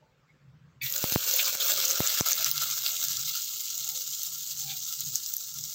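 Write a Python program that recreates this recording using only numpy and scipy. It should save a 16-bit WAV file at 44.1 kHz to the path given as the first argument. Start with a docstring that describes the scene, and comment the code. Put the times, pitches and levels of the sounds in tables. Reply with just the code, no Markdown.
"""Fingers shift on a plate over a low wavering drone; then chopped onion drops into hot oil in a clay pot.
A few pieces plop and fizz first, then the whole heap: filtered noise and short decaying rings make a dense
crackle of steam bubbles, coloured by the pot's resonances. Single pops stand out, and drops spit onto the
close microphone as ticks and bass pushes; its gain ducks. The frying settles while fingers wipe the plate."""
import sys
import numpy as np
from scipy import signal
from scipy.fft import rfft, irfft, next_fast_len
from scipy.io import wavfile
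from scipy.ndimage import uniform_filter1d, map_coordinates

SR = 44100
rng = np.random.default_rng(int(sys.argv[2]) if len(sys.argv) > 2 else 0)


def wav_out(sig):
    """Save sig, one row per channel (or a flat mono array), as 16-bit PCM at SR to the path in sys.argv[1]."""
    wavfile.write(sys.argv[1], SR, np.round(np.clip(np.atleast_2d(sig).T, -1, 1) * 32767).astype(np.int16))


N = 253134

FIRST_CONTACT_S, COOLING_FROM_S = 0.813, 2.443
POT_FILLED_S = 2  # middle of the shift in pot resonances
TOP_HZ = 15900  # upper band limit

# relative spectrum of each bubble size: freq_hz, level_db (per Hz)
LARGE = [(170, -25), (310, -17), (540, -10.5), (1000, -11.5), (1400, -1.5), (2100, -5), (2700, 2),
         (4000, -58)]
MEDIUM = [(1200, -78), (2000, -24), (2800, -5.5), (4200, -1), (5200, -1), (6800, 4), (7700, 2),
          (9200, -13.5), (11000, -13), (13000, -32)]
SMALL = [(8000, -114), (10000, -18.5), (11600, -12), (12800, -4), (14500, 1.5), (15600, 4), (17000, -23)]
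# how hard water boils off the onion; it dips briefly near 1.57 s: time_s, level_db
BOIL = [(0.84, -33), (0.92, -32.5), (1.2, -28), (1.36, -26.0), (1.5, -28), (1.57, -34.5), (1.62, -27.0),
        (1.8, -26.0), (1.97, -28.5), (2.3, -26), (2.42, -29.5), (2.9, -30.5), (3.12, -31.5), (3.65, -35),
        (4.2, -34), (4.45, -36.5), (5.0, -35.5), (5.68, -38.5)]


def sizzle(large_db=-12.0, medium_db=-3.0, small_db=-4.5, large_rise_s=0.15, rise_s=0.029,
           fresh_db=3.5, fresh_decay_s=0.35, cooling_db=15, cooling_s=1.1):
    """One boil drives all bubble sizes: fine fizz leads; large bubbles come last and die away first."""
    large, medium, small = crackle()
    # the first pieces fizz finely in the hottest oil
    age_s = np.maximum(seconds(N) - FIRST_CONTACT_S, 0)
    fizz_tilt_db = fresh_db * np.exp(-age_s / fresh_decay_s)
    # the heap cools the oil
    cooled_db = cooling_db * ramp(COOLING_FROM_S, cooling_s)
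    large = large * amp(large_db - fizz_tilt_db - cooled_db) * ramp(FIRST_CONTACT_S, large_rise_s)
    medium = settling(medium) * amp(medium_db - fizz_tilt_db)
    small = small * amp(small_db + fizz_tilt_db)
    boil_db = np.interp(seconds(N), *np.transpose(BOIL))
    return ramp(FIRST_CONTACT_S, rise_s) * amp(boil_db) * (large + medium + small)


def crackle(count=14000, spread_db=3.0, own_db=2.5, hiss_db=-1.0, clump_db=0.92, sputter_db=1.38,
            flicker_db=0.84, gurgle_db=3.5, boil_db=1.7, patchy_db=2.6):
    """Bubbles burst at random times, in clumps, over a steady hiss in each size band; the largest gurgle
    unevenly."""
    starts = rng.integers(0, N, count)
    strength_db = spread_db * np.minimum(rng.standard_normal(count), 2)  # shared by the three sizes
    clumps_db = clump_db * wobble(rate_hz=110) + sputter_db * wobble(rate_hz=45)

    def sizes():
        own_strength_db = own_db * np.minimum(rng.standard_normal(count), 1)
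        return amp(strength_db + own_strength_db) * rng.choice([-1, 1], count)

    def layer(ticks, spectrum, depth_db):
        hiss = amp(hiss_db) * rng.standard_normal(N)
        steam = (ticks + hiss) * amp(clumps_db + flicker_db * wobble(rate_hz=170))
        coloured = filtered(steam, lambda f: colour(spectrum, f))
        return unit(pot(patchy(coloured, depth_db)))

    large = layer(bubbles(starts, sizes(), pitch_hz=1545, spread=0.4, cycles=0.55), LARGE, gurgle_db)
    medium = layer(bubbles(starts, sizes(), pitch_hz=5360, spread=0.34, cycles=0.74), MEDIUM, boil_db)
    small = layer(bubbles(starts, sizes(), pitch_hz=14000, spread=0.12, cycles=3), SMALL, patchy_db)
    return large, medium, small


def bubbles(starts, sizes, pitch_hz, spread, cycles):
    """Each bubble is a sine at its own pitch, falling by 1/e in the given cycles; sum has rms 1."""
    age = np.arange(80)  # samples
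    pitches_hz = pitch_hz * np.exp(spread * rng.standard_normal((len(starts), 1)))
    turns = np.minimum(pitches_hz, SR / 2.5) * age / SR
    rings = sizes[:, None] * np.sin(2 * np.pi * turns) * np.exp(-turns / cycles)
    positions = starts[:, None] + age
    return unit(np.bincount(positions.ravel(), rings.ravel(), N + len(age))[:N])


def settling(x, settle_s=2.74):
    """As the frying settles, medium bubbles shrink and bursts lose their low end."""
    # freq_hz, gain_db
    settled_gain = [(2000, -10), (3000, -7), (4500, -1.5), (6500, 2)]
    settled = ramp(COOLING_FROM_S, settle_s)
    return (1 - settled) * x + settled * filtered(x, lambda f: colour(settled_gain, f))


def pot(x):
    """Air resonances of the hollow lift narrow bands; they shift as the heap fills the pot."""
    # nearly empty, then filled: centre_hz, width_hz (before narrowing by half the lift), lift_db
    hollow_empty = [(551, 234, 14), (1465, 120, 8), (2300, 210, 5.5), (2753, 47, 7), (4140, 59, 2)]
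    hollow_filled = [(635, 96, 11.7), (1354, 156, 13.2), (2120, 160, 10), (2845, 80, 7.4), (3850, 180, 2.8)]

    def ring(modes):
        def response(f):
            return 1 + sum((amp(db) - 1) * resonance(f, hz, w / amp(db / 2)) for hz, w, db in modes)
        return filtered(x, response)

    filled = np.clip((seconds(N) - POT_FILLED_S) / 0.99 + 0.5, 0, 1)
    return (1 - filled) * ring(hollow_empty) + filled * ring(hollow_filled)


def pops(body_db=-21, crack_db=-14, snap_t60_s=0.0036, fizz_t60_s=0.0031):
    """Trapped water bursts in snaps with a bright fizz, some individually timed, others at random."""
    # individually timed bursts, loud and soft, levels before colouring: start_s, snap_db, fizz_db
    timed_bursts = [(0.9246, -34, -25), (0.9611, -36, -27), (1.1412, -36, -31), (1.3628, -54, -16.5),
                    (1.455, -28.5, -40), (1.6798, -30, -38), (1.719, -27.5, -35), (1.8542, -23, -28),
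                    (1.9104, -23.5, -29), (2.0658, -30, -38), (2.074, -22, -39), (2.2094, -11, -22),
                    (2.3313, -13, -32), (2.4451, -17.5, -24), (2.5144, -17.5, -12), (2.5792, -26, -32),
                    (2.9185, -39, -42), (3.04, -30, -35), (3.1701, -27.5, -40), (3.7789, -32.5, -40),
                    (3.8906, -37, -24), (4.2331, -32.5, -29), (4.9262, -32, -28), (5.0074, -36, -28.5),
                    (5.1567, -26.5, -25), (5.2623, -31, -51), (5.3387, -33, -29), (5.3675, -39.5, -26),
                    (5.6394, -33, -42)]
    snaps, fizzes = np.zeros(N), np.zeros(N)
    for s, snap_db, fizz_db in list(spits()) + list(timed_bursts):
        add(snaps, s, amp(snap_db) * burst(hz=rng.uniform(4700, 7090), t60_s=snap_t60_s))
        add(fizzes, s, amp(fizz_db) * burst(hz=rng.uniform(12500, 16700), t60_s=fizz_t60_s))
    snaps = filtered(snaps, lambda f: colour(MEDIUM, f) + amp(body_db) * colour(LARGE, f))
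    fizzes = filtered(fizzes, lambda f: colour(SMALL, f) + amp(crack_db) * (f / TOP_HZ))
    return pot(settling(snaps) + fizzes)


def spits(count=90, snap_db=-2, fizz_db=-4, spread_db=3, fizz_spread_db=4, emerge_db_per_s=-0.94):
    """Bursts at random times follow the boil level plus a slope: start_s, snap_db, fizz_db."""
    when, snap, fizz = rng.uniform(-1, 1, (count, 3)).T
    s = np.interp(when, [-1, 1], [BOIL[1][0], N / SR])
    level_db = np.interp(s, *np.transpose(BOIL)) + emerge_db_per_s * (s - POT_FILLED_S)
    snaps_db = level_db + snap_db + spread_db * snap
    fizzes_db = level_db + fizz_db + fizz_spread_db * fizz
    return np.transpose([s, snaps_db, fizzes_db])


def burst(hz, t60_s, spray_db=-6, spray_t60_s=0.0064):
    """A decaying sine snap with a brief noise spray; rms 1."""
    t = seconds(count=256)
    ring = np.sin(2 * np.pi * hz * t) * amp(-60 * t / t60_s)
    spray = amp(spray_db - 60 * t / spray_t60_s) * rng.standard_normal(len(t))
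    return unit(ring + spray)


def plop(rough_rad=0.47, attack_s=0.0024):
    """The first pieces hit the oil: decaying sines roughened by random phase."""
    # pitch_hz, level_db, t60_s
    plop_modes = [(1940, -43, 0.5), (2290, -30.5, 0.19), (2550, -34, 0.21), (2570, -46, 0.23),
                  (3530, -34.5, 0.089), (4597, -35, 0.077)]
    age_s = np.maximum(seconds(N) - FIRST_CONTACT_S, 0)
    ring = np.zeros(N)
    for hz, db, t60_s in plop_modes:
        phase = 2 * np.pi * hz * age_s + rough_rad * wobble(rate_hz=460)
        ring += amp(db - 60 * age_s / t60_s) * np.sin(phase)
    return (1 - np.exp(-age_s / attack_s)) * ring


def splutters(width_ratio=0.39):
    """Steam squeezes out from under a wet piece: resonant noise rises quickly and falls slower."""
    # start_s, length_s (peak at a quarter of it), centre_hz, level_db
    steam_puffs = [(0.805, 0.12, 2600, -50), (0.835, 0.06, 2240, -44), (0.86, 0.02, 3720, -35.5),
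                   (1.388, 0.029, 2830, -24.5), (1.599, 0.036, 3530, -29.5), (2.862, 0.0042, 3870, -20.5),
                   (4.691, 0.049, 3570, -36.5), (5.01, 0.026, 3900, -39), (5.14, 0.056, 5600, -34.5)]
    out = np.zeros(N)
    for s, length_s, hz, db in steam_puffs:
        u = np.maximum(seconds(N) - s, 0) / (length_s / 4)
        out += amp(db) * u * np.exp(1 - u) * narrow_noise([(hz, hz * width_ratio, 0)])
    return out


def drops(port_hz=105, damping_hz=110, rise_s=0.000067, fall_s=0.00086, tick_db=-29):
    """Each oil drop ticks and pushes the microphone once; the push swings back through its bass roll-off."""
    # start_s, push_db (peak before the roll-off), direction (sign)
    drop_hits = [(1.0413, -16, -1), (1.1228, -23.5, -1), (1.1597, -0.5, -1), (1.552, -37, 1),
                 (2.0046, -12, 1), (2.2092, -2, 1)]
    t = seconds(count=1024)
    push = (1 - np.exp(-t / rise_s)) * np.exp(-t / fall_s)
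    pushes, ticks = np.zeros(N), np.zeros(N)
    for s, db, direction in drop_hits:
        add(pushes, s, np.sign(direction) * amp(db) * push / push.max())
        add(ticks, s, amp(tick_db) * burst(hz=13800, t60_s=0.003))
    return ticks + filtered(pushes, lambda f: resonance(f, port_hz, damping_hz) * 1j * f / damping_hz)


def wipes():
    """Wet fingers shift on and rub the plate: soft swells of narrow, faintly pitched noise."""
    # start_s, length_s, pitch_hz, level_db
    strokes = [(0, 0.089, 603, -65), (0.007, 0.081, 880, -65), (0.274, 0.066, 2150, -67.5),
               (3.777, 0.26, 818, -64.5), (3.894, 0.17, 521, -61.5), (4.558, 0.27, 780, -57.5),
               (4.655, 0.1, 1610, -62), (4.648, 0.13, 2360, -53)]
    return sum(amp(db) * hump(s, length_s) * narrow_noise([(hz, hz / 16, 0)])
               for s, length_s, hz, db in strokes)


def kitchen(room_db=-69, drone_db=-69, waver_db=3, rumble_hz=80):
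    """Faint coloured room noise and a low resonant-noise drone that wavers and now and then swells."""
    # room spectrum: freq_hz, level_db (relative, per Hz)
    room_spectrum = [(18, -57), (30, -5), (86, -8), (149, -2), (204, -10), (415, -15), (486, -10.5),
                     (649, -20.5), (1350, -15.5), (5170, -29), (7670, -31), (9220, -51), (16000, -37)]
    # drone: centre_hz, width_hz (widened in narrow_noise), level_db (relative)
    drone_modes = [(89, 31, -13.5), (137.3, 26.6, -1.5)]
    # separate drone swells: middle_s, length_s, level_db
    drone_swells = [(0.61, 0.65, -56.5), (0.848, 0.12, -50.5), (2.537, 0.5, -55), (3.177, 0.4, -54.5),
                    (3.88, 0.32, -68), (4.69, 0.47, -57), (5.085, 0.23, -50), (5.618, 0.25, -52)]
    air = unit(filtered(rng.standard_normal(N),
                        lambda f: colour(room_spectrum, f) * f / np.hypot(f, rumble_hz)))
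    swells = sum(amp(db) * hump(s - length_s / 2, length_s) for s, length_s, db in drone_swells)
    drone_gain = amp(drone_db + waver_db * wobble(rate_hz=2.7)) + swells
    drone = drone_gain * narrow_noise(drone_modes)
    return amp(room_db) * patchy(air, depth_db=2.5) + drone


def scatter(x, t60_s):
    """Dense random reflections of unit energy, decaying exponentially."""
    t = seconds(count=8192)
    tail = rng.standard_normal(len(t)) * amp(-60 * t / t60_s)
    return signal.fftconvolve(x, tail / np.linalg.norm(tail))[:N]


def patchy(x, depth_db):
    """Random gain patches, a few hundred Hz wide and some 40 ms long."""
    z = signal.stft(x, nperseg=512)[2]
    field = uniform_filter1d(rng.standard_normal(z.shape), size=4, axis=0)
    field = uniform_filter1d(field, size=7, axis=1)
    return signal.istft(z * amp(depth_db * unit(field)), nperseg=512)[1][:N]


def narrow_noise(modes):
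    """Noise of rms 1 in steep-sided resonances: each is squared, so its width is raised by 1.26."""
    def response(f):
        return sum(amp(db) * resonance(f, hz, w * 1.26) ** 2 for hz, w, db in modes)
    return unit(filtered(rng.standard_normal(N), response))


def resonance(f, centre_hz, width_hz):
    """Response of a causal resonance with gain 1 at its centre."""
    return 1j * f * width_hz / (centre_hz ** 2 - f ** 2 + 1j * f * width_hz)


def filtered(x, response):
    """x filtered by a complex response of frequency in Hz."""
    m = next_fast_len(N + SR // 4)
    return irfft(rfft(x, m) * response(np.fft.rfftfreq(m, 1 / SR)), m)[..., :N]


def colour(points, hz):
    """Gain from freq_hz, level_db points on a log frequency axis."""
    f, db = np.transpose(points)
    return amp(np.interp(np.log(hz + 1), np.log(f), db))


def wobble(rate_hz):
    """A smooth random curve through rate_hz knots a second."""
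    return map_coordinates(rng.standard_normal(4096), [seconds(N) * rate_hz], mode="mirror")


def hump(start_s, length_s):
    """A smooth sine-squared rise and fall."""
    return np.sin(np.pi * ramp(start_s, length_s)) ** 2


def ramp(start_s, length_s):
    """A linear rise from 0 to 1."""
    return np.clip((seconds(N) - start_s) / length_s, 0, 1)


def add(track, start_s, sound):
    """Mix a sound into the track in place."""
    part = track[max(round(start_s * SR), 0):][:len(sound)]
    part += sound[:len(part)]


def amp(db):
    """Amplitude ratio of a level in dB."""
    return 10 ** (np.asarray(db) / 20)


def unit(x):
    """x scaled to rms 1."""
    return x / np.sqrt(np.mean(x ** 2) + 1e-20)


def seconds(count):
    """Times of the first count samples."""
    return np.arange(count) / SR


def scene(walls_db=-10, pops_side_db=-14):
    """Nearly mono; a faint independent side layer of crackle and pops gives slight width."""
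    # side against mid crackle: freq_hz, level_db
    side_gain = [(6500, -148), (8000, -38), (9200, -6.5), (11500, -7), (12500, -55), (14000, -84)]
    frying = sizzle() + pops() + plop() + splutters()
    reflections = amp(walls_db) * scatter(frying, t60_s=0.1)
    mid = frying + reflections + drops() + wipes() + kitchen()
    # fresh draws decorrelate the side from the mid
    side_crackle = filtered(sizzle(), lambda f: colour(side_gain, f))
    side_pops = amp(pops_side_db) * filtered(pops(), lambda f: f > 4000)
    side = side_crackle + side_pops
    return np.array([mid + side, mid - side])


def record(dry, threshold_db=-14, squeeze=1.0, release_db_per_s=150, look_ahead_s=0.0031):
    """The gain ducks just ahead of a loud burst and creeps back; then the band limit."""
    t = seconds(N)
    power = uniform_filter1d(dry[0] ** 2, size=44)  # 1 ms, left channel drives both
    level_db = 10 * np.log10(np.abs(power) + 1e-12)
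    over_db = np.interp(t + look_ahead_s, t, np.maximum(level_db - threshold_db, 0))
    # instant attack, linear release in dB
    released_db = release_db_per_s * t
    held_db = np.maximum.accumulate(over_db + released_db) - released_db
    duck_db = uniform_filter1d(held_db, size=88)  # 2 ms
    ducked = dry * amp(-squeeze * duck_db)
    return filtered(ducked, lambda f: np.clip((TOP_HZ - f) / 300 + 0.5, 0, 1))


dry = scene()
out = record(dry)
wav_out(out)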